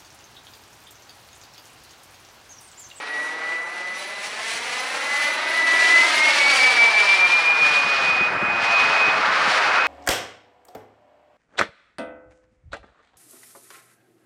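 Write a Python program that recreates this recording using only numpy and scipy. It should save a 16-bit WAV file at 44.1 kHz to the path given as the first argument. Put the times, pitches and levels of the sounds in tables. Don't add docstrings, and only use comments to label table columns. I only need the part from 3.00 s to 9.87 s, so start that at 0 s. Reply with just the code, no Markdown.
import sys
import numpy as np
from scipy import signal
from scipy.fft import rfft, irfft, next_fast_len
from scipy.io import wavfile
from scipy.ndimage import map_coordinates

SR = 44100
rng = np.random.default_rng(int(sys.argv[2]) if len(sys.argv) > 2 else 0)


def waveform_to_disk(signal):
    frames = np.transpose(np.atleast_2d(signal))
    scaled = np.clip(frames, -1, 1) * 32767
    samples = np.round(scaled).astype(np.int16)
    wavfile.write(sys.argv[1], SR, samples)


N = 302958

# time in seconds, level in dB before trim.
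BREEZE_DB = [(0, -68.5), (1.6, -64), (2.3, -66), (4.1, -60), (4.7, -52.5), (5.45, -49), (6.87, -52.5)]
# centre in seconds, peak in dB before trim.
THUMPS_DB = [(1.55, -46), (1.70, -56), (3.64, -50), (3.77, -49), (4.63, -44), (4.87, -43), (5.04, -42),
             (5.094, -42), (5.22, -35.5), (5.366, -38), (5.43, -36), (5.49, -39), (5.539, -41), (5.82, -45),
             (6.082, -36), (6.19, -41), (6.48, -42)]
# frequency in Hz, relative density in dB.
WIND_SPECTRUM_DB = [(20, -27), (40, -21), (80, -6), (130, -1.5), (240, 0), (350, -1), (600, -7),
                    (1500, -58)]

# time in seconds, lag in ms.
ECHO_LAG_MS = [(0.0, 7.0), (0.7, 5.8), (1.4, 4.62), (2.0, 3.65), (2.5, 3.16), (2.85, 2.96), (3.2, 3.16),
               (3.55, 3.67), (3.9, 4.45), (4.3, 5.68), (4.55, 6.33), (4.95, 7.31), (5.3, 8.21), (5.6, 8.57),
               (6.1, 9.25), (6.87, 9.81)]
# time in seconds, gain relative to the direct sound.
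ECHO_GAIN = [(0, 0.083), (1, 0.3), (2.3, 0.5), (3.2, 0.7), (4.35, 0.65), (5.0, 0.12), (5.4, 0.27),
             (6.87, 0.2)]

# time in seconds, roar in dB, hiss and sizzle in dB above the roar.
EXHAUST_DB = [(0, -36, -6, -23), (.4, -34, -6.5, -17.5), (1.2, -38.5, -2, -12.5), (1.9, -30.5, -5, -13),
              (2.5, -27.5, -3.5, -13), (3.4, -25.3, 0, -11.5), (4.3, -25.5, -2.5, -17.5),
              (5.3, -24, -7.5, -31.5), (5.8, -22, -8, -32.5), (6.6, -19, -13, -36.5),
              (6.87, -19, -12.5, -36)]
# time in seconds, dB above the roar before trims.
RUMBLE_DB = [(0, -4.5), (1.2, -6), (2.2, -10), (3.0, -5), (4.0, -12), (5.0, -13), (6.0, -14), (6.87, -15)]
# time in seconds, centre in Hz, share of the roar in dB.
BEAM_HZ_DB = [(0, 801.5, -30), (1.2, 777, -5), (2.0, 682, -11), (2.9, 657, -25), (3.5, 800, -7.5),
              (4.0, 921.6, -2.5), (4.4, 1130, -4.5), (4.9, 1281, -5), (5.4, 1370, -12), (6.0, 1260, -4),
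              (6.87, 1331, -5)]
# frequency in Hz, relative density in dB.
RUMBLE_SPECTRUM_DB = [(40, -36), (100, -33), (160, -15.5), (225, -3), (320, 0), (480, 4), (650, 4.5),
                      (1000, 0.5), (2000, -32)]
ROAR_SPECTRUM_DB = [(250, -43), (450, -10), (650, -3.5), (850, 0), (1050, -1.5), (1300, 2), (1700, 0.5),
                    (2300, -2), (3000, -12.5), (5000, -42.5)]
HISS_SPECTRUM_DB = [(900, -46), (1700, 3.5), (2400, 5), (3100, 0.5), (3700, -1), (4400, -1), (5300, -6),
                    (6500, -14.5), (8500, -26.5), (12000, -53)]
SIZZLE_SPECTRUM_DB = [(3500, -44), (5500, 4.5), (7000, 1), (8500, 1), (10000, -2), (11200, -12.5),
                      (14000, -19)]
# centre and half-width in seconds, hiss and sizzle change in dB.
SWELLS_DB = [(0.245, 0.086, -1, 7.5), (0.413, 0.073, -5.5, -5), (.65, 0.083, -9, 1),
             (1.02, 0.052, 4.5, 6.5), (1.265, 0.057, 5, 8), (1.51, 0.074, 8, 9), (1.76, 0.14, 6.5, 6),
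             (2.244, 0.05, 5, 1.5), (2.425, 0.1, -3.5, -6), (2.84, 0.06, 2.5, 1.5), (3.354, 0.035, 2.5, 0),
             (3.569, .04, 0.5, 4), (4.117, .06, 4, 3), (4.235, 0.021, -4.5, -4), (4.524, 0.038, -5, -4),
             (4.756, 0.056, 3.5, 3.5), (4.977, 0.044, 3.5, 0), (5.21, .03, -3.5, -5),
             (5.417, 0.14, -14, -1.5), (5.652, 0.033, 2, 3), (6.13, 0.082, -1.5, 0),
             (6.526, 0.16, 8.5, 11.5)]

# time in seconds, rate in Hz.
SHAFT_HZ = [(0, 1913), (.5, 1973), (1.5, 2018), (2.25, 2016), (2.76, 1964), (2.88, 1980), (3, 2030),
            (3.4, 2232), (3.57, 2292), (4.05, 2340), (4.48, 2426), (4.95, 2479), (5.5, 2492), (6.2, 2516),
            (6.87, 2527)]
# time in seconds, level in dB.
WHINE_DB = [(0, -39), (.19, -30), (.9, -31.5), (1.15, -41.5), (1.99, -37), (2.13, -27.5), (2.5, -26.5),
            (2.95, -18.5), (3.35, -22.5), (4.0, -17.5), (4.8, -19.5), (5.0, -25), (5.23, -18.5),
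            (5.33, -31.5), (5.75, -20.3), (6.07, -22.5), (6.4, -43), (6.8, -25)]
# time in seconds, level in dB.
RASP_DB = [(0, -53), (1.2, -60), (1.9, -70), (2.4, -42), (3.15, -52), (3.57, -31), (3.68, -38), (4.1, -48),
           (6.87, -62)]
# time in seconds, base level in dB.
INTAKE_DB = [(0, -57.5), (.5, -62.5), (1.05, -56), (1.4, -65), (2.1, -49.5), (2.8, -50), (3.0, -63),
             (3.16, -47), (3.45, -68)]
# multiple of the shaft rate, relative level in dB.
INTAKE_ORDERS_DB = [(2, 1), (3, -1), (5, 0)]

BREEZE_TRIM_DB, THUMP_TRIM_DB = 5.5, 5
RUMBLE_TRIM_DB, ROAR_TRIM_DB, HISS_TRIM_DB, SIZZLE_TRIM_DB = -3.5, -0.5, 2.45, 1.5
LOW_HISS_SWELL_SHARE, INTAKE_SWELL_SHARE = 0.7, 0.7
HISS_SPLIT_HZ = 7200


def from_db(db):
    return 10 ** (np.asarray(db) / 20)


def unit_rms(x):
    return x / np.sqrt(np.mean(x ** 2) + 1e-20)


def curves(rows):
    times_s, *columns = np.transpose(rows)
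    return [np.interp(np.arange(N) / SR, times_s, column) for column in columns]


def bell(centre_s, half_s):
    return np.exp(-((np.arange(N) / SR - centre_s) / half_s) ** 2)


def low_pass(x, edge_hz):
    return signal.sosfilt(signal.ellip(12, .1, 80, edge_hz, fs=SR, output="sos"), x)


def high_pass(x, edge_hz, order):
    return signal.sosfilt(signal.butter(order, edge_hz, "high", fs=SR, output="sos"), x)


def drift(rate_hz):
    size = next_fast_len(N)
    hz = np.fft.rfftfreq(size, 1 / SR)
    white = rfft(rng.standard_normal(size))
    return unit_rms(irfft(white / (1 + (hz / rate_hz) ** 2), size)[:N])


def noise(spectrum_db):
    size = next_fast_len(N)
    hz = np.maximum(np.fft.rfftfreq(size, 1 / SR), 1)
    points_hz, points_db = np.transpose(spectrum_db)
    gain = from_db(np.interp(np.log(hz), np.log(points_hz), points_db))
    gain *= np.minimum(hz / points_hz[0], 1) ** 2 * np.minimum(points_hz[-1] / hz, 1) ** 2
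    return unit_rms(irfft(rfft(rng.standard_normal(size)) * gain, size)[:N])


def narrow_noise(phase_rad, width_hz):
    return drift(width_hz) * np.sin(phase_rad) + drift(width_hz) * np.cos(phase_rad)


def wind(gust_db, thump_half_s):
    breeze_db, = curves(BREEZE_DB)
    breeze = from_db(BREEZE_TRIM_DB + breeze_db + gust_db * np.tanh(drift(18)))
    thumps = sum(from_db(THUMP_TRIM_DB + db) * bell(s, thump_half_s) for s, db in THUMPS_DB)
    return np.hypot(breeze, thumps) * noise(WIND_SPECTRUM_DB)


def ground_echo(direct, grass_hz, rough_hz, long_wave_gain):
    lag_ms, = curves(ECHO_LAG_MS)
    short_wave_gain, = curves(ECHO_GAIN)
    size = next_fast_len(N)
    hz, spectrum = np.fft.rfftfreq(size, 1 / SR), rfft(direct, size)
    dulled = irfft(spectrum / np.sqrt(1 + (hz / grass_hz) ** 8), size)[:N]
    long_waves = irfft(spectrum / np.sqrt(1 + (hz / rough_hz) ** 8), size)[:N]
    echo = long_wave_gain * long_waves + short_wave_gain * (dulled - long_waves)
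    sent_samples = np.arange(N) - lag_ms * SR / 1000
    return map_coordinates(echo, [sent_samples], order=3, mode="mirror")


def air_swells_db():
    return sum(np.outer(change_db, bell(s, half_s)) for s, half_s, *change_db in SWELLS_DB)


def exhaust(beam_width_hz, roar_flutter_db, hiss_flutter_db, sizzle_flutter_db):
    roar_db, hiss_db, sizzle_db = curves(EXHAUST_DB)
    rumble_db, = curves(RUMBLE_DB)
    beam_hz, beam_db = curves(BEAM_HZ_DB)
    hiss_swell_db, sizzle_swell_db = air_swells_db()
    air = drift(22) + drift(2)
    rumble = from_db(RUMBLE_TRIM_DB + rumble_db) * noise(RUMBLE_SPECTRUM_DB)

    beam_gain = from_db(beam_db)
    hump = narrow_noise(2 * np.pi * np.cumsum(beam_hz) / SR, beam_width_hz)
    hump = beam_gain * high_pass(hump, edge_hz=450, order=4)
    broad = np.sqrt(1 - beam_gain ** 2) * noise(ROAR_SPECTRUM_DB)
    roar = from_db(ROAR_TRIM_DB + roar_flutter_db * air) * (broad + hump)

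    rush = noise(HISS_SPECTRUM_DB)
    low = signal.sosfiltfilt(signal.butter(3, HISS_SPLIT_HZ, fs=SR, output="sos"), rush)
    hiss = from_db(LOW_HISS_SWELL_SHARE * hiss_swell_db) * low + from_db(hiss_swell_db) * (rush - low)
    hiss *= from_db(HISS_TRIM_DB + hiss_db + hiss_flutter_db * air)

    sizzle = noise(SIZZLE_SPECTRUM_DB)
    sizzle *= from_db(SIZZLE_TRIM_DB + sizzle_db + sizzle_swell_db + sizzle_flutter_db * air)
    return from_db(roar_db) * (rumble + roar + hiss + sizzle)


def turbine(wander_hz, whine_flutter_db, skirt_db, rasp_width_hz, intake_flutter_db):
    shaft_hz, = curves(SHAFT_HZ)
    whine_db, = curves(WHINE_DB)
    rasp_db, = curves(RASP_DB)
    intake_db, = curves(INTAKE_DB)
    _, sizzle_swell_db = air_swells_db()
    shaft_rad = 2 * np.pi * np.cumsum(shaft_hz + wander_hz * drift(23)) / SR
    skirt = from_db(skirt_db) * narrow_noise(shaft_rad, width_hz=79)
    whine = from_db(whine_db + whine_flutter_db * drift(4.3)) * (np.sin(shaft_rad) + skirt)
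    rasp = from_db(rasp_db) * narrow_noise(2 * shaft_rad, rasp_width_hz)
    compressor = sum(from_db(db + intake_flutter_db * drift(22)) * np.sin(order * shaft_rad)
                     for order, db in INTAKE_ORDERS_DB)
    compressor *= from_db(intake_db + INTAKE_SWELL_SHARE * sizzle_swell_db)
    return np.sqrt(2) * (whine + compressor) + rasp


def scene():
    jet = turbine(wander_hz=1.8, whine_flutter_db=0.92, skirt_db=-18,
                  rasp_width_hz=200, intake_flutter_db=4)
    jet += exhaust(beam_width_hz=350, roar_flutter_db=0.45, hiss_flutter_db=1, sizzle_flutter_db=1.5)
    echo = ground_echo(jet, grass_hz=6250, rough_hz=1320, long_wave_gain=0.77)
    return (jet + echo + wind(gust_db=4.5, thump_half_s=0.014))[None]


def record(dry, clock_hz=24000, band_hz=11050, mirror_edge_hz=9700, mirror_db=-11, cutoff_hz=15500):
    band = low_pass(low_pass(dry, band_hz), band_hz)
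    top = high_pass(band, mirror_edge_hz, order=6)
    clock = np.exp(-2j * np.pi * clock_hz * np.arange(N) / SR)
    mirror = np.real(signal.hilbert(top, next_fast_len(N))[:, :N] * clock)
    return low_pass(band + from_db(mirror_db) * mirror, cutoff_hz)


dry = scene()
out = record(dry)
waveform_to_disk(out)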